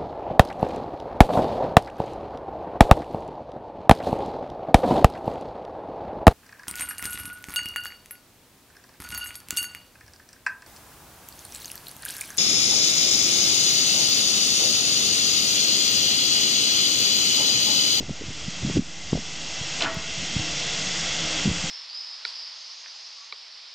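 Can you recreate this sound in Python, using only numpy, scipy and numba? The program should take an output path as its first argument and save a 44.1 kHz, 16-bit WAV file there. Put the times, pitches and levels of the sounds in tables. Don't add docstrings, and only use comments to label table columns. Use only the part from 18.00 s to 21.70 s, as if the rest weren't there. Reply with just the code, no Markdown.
import sys
import numpy as np
from scipy import signal
from scipy.fft import rfft, irfft
from scipy.io import wavfile
from scipy.ndimage import uniform_filter1d
from numba import njit

SR = 44100
rng = np.random.default_rng(int(sys.argv[2]) if len(sys.argv) > 2 else 0)


def how_loud(loudness_db):
    steps = np.asarray(loudness_db, float) / 20
    return 10 ** steps


def transcribe(u):
    v = np.clip(np.atleast_2d(u).T, -1, 1)
    q = np.round(v * 32767).astype(np.int16)
    wavfile.write(sys.argv[1], SR, q)


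N = 163170


@njit
def svf(x, hz, width):
    y, band_state, low_state = np.empty(len(x)), 0., 0.
    for i in range(len(x)):
        g, damping = np.tan(np.pi * hz[i] / SR), width / hz[i]
        v = (band_state + g * (x[i] - low_state)) / (1 + g * (g + damping))
        band_state = 2 * v - band_state
        low_state += 2 * g * v
        y[i] = damping * v
    return y


def band(hz, width):
    y = svf(rng.standard_normal(N), hz * np.ones(N), 1. * width)
    return y / y.std()


def steep(hz, width, order):
    y = band(hz, width)
    for _ in range(order):
        y = svf(y, hz * np.ones(N), 1. * width)
    return y / y.std()


def walk(rate):
    hold = int(SR / rate)
    w = np.repeat(rng.standard_normal(N // hold + 1), hold)
    w = uniform_filter1d(uniform_filter1d(w, hold), hold)[:N]
    return (w - w.mean()) / w.std()


def follow(points, t):
    return how_loud(np.interp(t, *np.array(points).T))


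def drone(t):
    # centre in Hz, width in Hz, level in dB
    resonances = [
        (162, 46, -14),
        (292.6, 8.2, -25),
        (317.5, 14, -21),
    ]
    # time in seconds, level in dB
    draught = [
        (0, -2),
        (.6, 1.5),
        (1.2, 0),
        (1.8, -5.5),
        (2.4, 0),
        (2.8, 0),
        (3.3, 1.5),
        (3.7, 1),
    ]
    out = np.zeros(N)
    for hz, width, db in resonances:
        wavering_hz = hz * (1 + 0.019 * walk(4))
        out += steep(wavering_hz, width, order=1) * how_loud(db + 1.2 * walk(8.22))
    return follow(draught, t) * out


def buffer(t):
    # start in seconds, frequency in Hz, peak in dB, T60 in seconds
    partials = [(1.809, 655, -35.5, 1.4), (1.812, 666, -42, 1.4), (1.81, 700, -31, 0.13),
                (1.815, 1420, -28, .12), (1.855, 1475, -28, .16), (1.845, 942, -37, 0.38),
                (1.842, 985, -27, .1), (1.834, 4250, -27, .05), (1.86, 1136, -36, .26),
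                (1.85, 1700, -38, .3), (1.84, 1900, -40, 0.92), (1.5, 2300, -41, 0.36)]
    out = np.zeros(N)
    for start, hz, db, t60 in partials:
        age = np.clip(t - start, 0, None)
        level = how_loud(db - 60 * age / t60 + 2.0 * walk(18))
        out += level * (1 - np.exp(-age / .004)) * np.sin(2 * np.pi * hz * age)
    return out


def scrapes(t):
    # start in seconds, level in dB, brightness in Hz, fade in seconds
    blows = [(1.791, -33.5, 2700, 0.0091), (1.805, -25, 2870, 0.0083), (1.811, -31, 800, 0.009),
             (1.8092, -31, 1440, 0.01), (1.815, -28, 2510, .006), (1.8202, -22.5, 4220, 0.002),
             (1.827, -28, 3100, .006), (1.828, -36.5, 335, 0.036), (1.831, -28, 1890, .009),
             (1.836, -26.5, 4200, 0.0046), (1.843, -30.5, 2530, .012), (1.843, -31, 1050, 0.014),
             (1.858, -31, 1410, 0.0098), (1.872, -34, 1500, .014)]
    crack_s = 0.0014
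    out = np.zeros(N)
    for start, db, bright_hz, fade_s in blows:
        age = np.clip(t - start, 0, None)
        envelope = (1 - np.exp(-age / crack_s)) * np.exp(-age / fade_s)
        out += how_loud(db) * envelope * steep(bright_hz, 1.03 * bright_hz, order=1)
    return out


def hard_strike(t):
    # frequency in Hz, level in dB, T60 in seconds
    modes = [
        (2630, -18.5, 0.022),
        (3090, -17, .033),
        (3470, -11.5, 0.015),
        (4160, -12.5, 0.018),
        (4530, -18, 0.013),
        (5140, -20, 0.023),
    ]
    start_s, rise_s = 1.8211, .0008
    age = np.clip(t - start_s, 0, None)
    ring = sum(how_loud(db - 60 * age / t60) * np.sin(2 * np.pi * hz * age) for hz, db, t60 in modes)
    return ring * (1 - np.exp(-age / rise_s))


def clank(t):
    # frequency in Hz, level in dB, T60 in seconds
    modes = [(329, 0, .15), (690, -4, .08), (770, -4, .1), (1000, -4, .08), (1181, -8, .06), (1322, -3, .1),
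             (1470, 0, .1), (1830, -8, .06), (2706, -8, .05), (3020, -6, .04), (3400, -8, .04),
             (4200, -11, .03), (5200, -10, .03)]
    crack_db, ring_db = 3.5, -46.5
    echo_db, echo_t60_s, echo_hz = -22.5, 0.82, 900
    age = t[:SR]
    iron = np.zeros(SR)
    for hz, db, t60 in modes:
        iron += how_loud(db) * np.sin(2 * np.pi * hz * age) * np.exp(-np.log(1000) * age / t60)
    blows = scrapes(t)
    ring = signal.fftconvolve(blows, iron)[:N]
    out = hard_strike(t) + how_loud(crack_db) * blows + how_loud(ring_db) * ring
    tail = band(echo_hz, 1800)[:SR] * np.exp(-np.log(1000) * age / echo_t60_s)
    echo = signal.fftconvolve(out, tail)[:N] / np.sqrt(np.sum(tail ** 2))
    return out + 4 * how_loud(echo_db) * echo


def eddies(t):
    # time in seconds, peak in dB, frequency in Hz, length in cycles
    early = [(.0057, -22, 220, .3), (0.0098, -26, 250, 0.29), (.017, -35, 200, 0.34),
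             (0.026, -30, 250, 0.35), (0.0417, -35, 164.0, 0.51), (.0875, -30.5, 170, 0.47),
             (0.0943, -25.5, 420, 0.44), (0.1083, -21, 180, 0.49), (0.1145, -26.5, 200, 0.21),
             (.2123, -28, 280, .4), (0.2194, -26, 420, 0.56), (0.239, -31, 268, 0.43),
             (.285, -29.5, 170, .35), (0.293, -28.5, 110, 0.45), (0.3057, -31, 230, 0.45),
             (.3133, -35, 250, .35), (0.4842, -21.5, 178, 0.53), (0.6342, -21, 120, 0.38),
             (0.6503, -15, 200, 0.46), (.66, -26, 190, .35), (0.6656, -22, 170, .35),
             (0.674, -23, 180, 0.44), (.68, -23, 130, .3), (0.6885, -25, 228, 0.4), (.695, -27, 230, .3),
             (0.699, -19, 255, 0.3), (.704, -24, 230, 0.31), (0.7107, -24, 170, 0.4),
             (0.721, -29, 170, 0.43), (0.7424, -28, 182.0, 0.63), (.7545, -24, 150, .4),
             (0.7603, -16.5, 155, 0.3), (.7665, -23, 300, .3), (0.7698, -18, 320, 0.52),
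             (0.773, -15.5, 308, 0.86), (0.7803, -13, 190, 0.34), (0.783, -17, 241, 0.28),
             (0.7905, -18, 230, 0.33), (0.7948, -11.5, 212, 0.49), (0.8228, -29, 240, 0.5)]
    late = [(1.1238, -30, 130, .3), (1.1302, -20, 170, .55), (1.131, -10, 270, 0.28),
            (1.144, -25, 200, .35), (1.151, -18.5, 240, 0.38), (1.1553, -18, 200, 0.25),
            (1.1567, -23, 140, .45), (1.1738, -26, 560, 0.45), (1.1752, -23.5, 420, 0.46),
            (1.189, -29.4, 214.0, 0.6), (1.599, -34, 170, 0.3), (1.6147, -26, 139, 0.45),
            (1.9485, -32, 280, 0.44), (1.97, -26, 162.0, 0.49), (1.981, -28, 171, 0.2),
            (2.183, -28.5, 148, 0.51), (2.3598, -25.5, 260, 0.4), (2.366, -13.5, 149, 0.31),
            (2.395, -24.5, 161, 0.36), (2.402, -24.5, 104, 0.42), (3.448, -28, 207.0, 0.4),
            (3.459, -12.5, 186, 0.53), (3.4652, -17, 200, .3), (3.4735, -19, 220, 0.32),
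            (3.4785, -12.5, 187, 0.48), (3.4882, -17, 129, 0.37), (3.5148, -18.5, 160, 0.29),
            (3.644, -23.5, 162, 0.67)]
    snaps = [(.0075, -28, 480, 0.56), (.031, -32, 620, .5), (.096, -32.5, 700, 0.4),
             (0.2202, -36, 517, 0.44), (0.6992, -27, 560, 0.3), (0.7705, -20, 450, 0.48),
             (3.4585, -24, 416, 0.25), (1.1311, -23, 800, 0.37), (1.155, -22, 600, 0.64),
             (1.178, -30, 600, 0.4), (1.1357, -28, 650, .4)]
    rebound = .15
    out = np.zeros(N)
    for time, db, hz, cycles in early + late + snaps:
        near = abs(t - time) < .04
        turns = (t[near] - time) * hz
        envelope = np.exp(-.5 * ((turns - rebound) / max(cycles, .2)) ** 2)
        out[near] -= how_loud(db) * np.cos(2 * np.pi * turns) * envelope
    return out


def wind(t):
    # start in seconds, length in seconds, level in dB
    gusts = [(0, 0.048, -47), (0.087, 0.028, -40), (0.203, 0.09, -52), (0.414, 0.063, -47),
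             (0.619, 0.1, -39.5), (0.753, 0.059, -34), (1.118, 0.068, -35.5), (1.603, 0.023, -47),
             (1.84, .1, -48), (1.963, 0.036, -43), (2.18, 0.062, -47.5), (2.346, 0.073, -44),
             (3.45, 0.065, -34.5), (3.56, 0.1, -48.5)]
    rumble_hz, rumble_width_hz, edge_s, breeze_db = 143.4, 293, 0.017, -51.5
    sway_hz, sway_db = 62.3, -2
    strength = sum(how_loud(db) * ((t > start) & (t < start + length)) for start, length, db in gusts)
    strength = uniform_filter1d(strength, int(edge_s * SR)) + how_loud(breeze_db + 2 * walk(13))
    lumps = how_loud(2.3 * walk(40)) * band(rumble_hz, rumble_width_hz) * strength
    for _ in range(3):
        lumps = svf(lumps, rumble_hz * np.ones(N), 1.24 * rumble_width_hz)
    sway = strength * how_loud(sway_db) * steep(sway_hz, 68, order=2)
    return eddies(t) + how_loud(4.0) * lumps + sway


def jets():
    # frequency in Hz, density in dB per Hz
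    colour = [(18, -39), (35, -11), (100, -14.5), (250, -13.5), (700, -10), (1250, -14), (3100, -11),
              (8000, -12)]
    swell_db = 0.5
    f = np.arange(N // 2 + 1) * SR / N + 1
    hz, db = np.array(colour).T
    spectrum = rfft(rng.standard_normal(N)) * how_loud(np.interp(np.log(f), np.log(hz), db))
    place = 3 * np.log2(f / 20)
    out, swell = np.zeros(N), walk(6)
    for k in range(30):
        swell = 0.62 * swell + 1.1 * walk(5.77)
        triangle = np.clip(1 - abs(place - k), 0, 1)
        out += irfft(spectrum * triangle, N) * how_loud(swell_db * swell)
    return out / out.std()


def valve_whistle(t):
    # centre in Hz, width in Hz, level in dB
    resonances = [(1640, 100, -16.5), (2024, 90, -5.5), (2700, 134, -1), (3300, 130, 1), (4090, 180, -8.5),
                  (4710, 81, -5.5), (5330, 225, -1), (5854, 92, -5.5), (6560, 120, -7.5)]
    # time in seconds, level in dB
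    opening = [
        (0, -9),
        (.8, -9.5),
        (1.4, -8.5),
        (1.8, -9),
        (2.1, -7),
        (2.5, -7.5),
        (3, -8.5),
        (3.7, -9),
    ]
    drift = 0.005
    out = np.zeros(N)
    for hz, width, db in resonances:
        out += band(hz * (1 + drift * walk(2.94)), 1.72 * width) * how_loud(db + .6 * walk(8.02))
    return follow(opening, t) * out


def steam(t):
    pressure_db = -0.14
    return (jets() + valve_whistle(t)) * how_loud(pressure_db * walk(6.44))


def reflect(x):
    spread_s, echo_db = .03, -15
    when, size = rng.random((24, 2)).T
    taps = np.zeros(SR // 10)
    delays = (40 + spread_s * SR * 2 * when ** 2).astype(int)
    taps[delays] = (size - .5) * how_loud(echo_db)
    taps[0] = 1
    return signal.fftconvolve(x, taps)[:N] / np.sqrt(np.sum(taps ** 2))


def scene():
    # time in seconds, level in dB
    ducking = [(0, -41), (.21, -39), (.49, -35.5), (.64, -34), (.776, -32), (.792, -40.5), (1.125, -36.5),
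               (1.14, -37), (1.39, -35), (1.82, -29.5), (1.86, -38), (1.95, -36), (2.35, -31), (2.73, -29),
               (3.18, -27.5), (3.45, -27), (3.47, -30), (3.7, -29)]
    t = np.arange(N) / SR
    locomotive = reflect(steam(t)) + drone(t)
    mono = follow(ducking, t) * locomotive + wind(t) + clank(t) + buffer(t)
    return np.array([mono, mono])


def low_pass(x):
    return signal.sosfilt(signal.butter(12, 15900, fs=SR, output="sos"), x)


def record(dry):
    # frequency in Hz, gain in dB
    converter = [(6000, 0), (7000, 1.5), (7600, -2.5), (8000, -7), (8500, -16), (8900, -32), (9150, -45.5),
                 (9200, -110)]
    camera_rate_hz, offset = 16000, 0.013
    tick_s, tick_db = 1.9453, -24
    f = np.arange(N // 2 + 1) * SR / N
    fold = round(camera_rate_hz * N / SR)
    spectrum = rfft(dry)
    spectrum[:, fold // 2:fold] = np.conj(spectrum[:, fold - fold // 2:0:-1])
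    mix = irfft(spectrum * follow(converter, f), N) + offset
    mix[:, int(tick_s * SR)] += how_loud(tick_db)
    return low_pass(mix)


dry = scene()
out = record(dry)
transcribe(out)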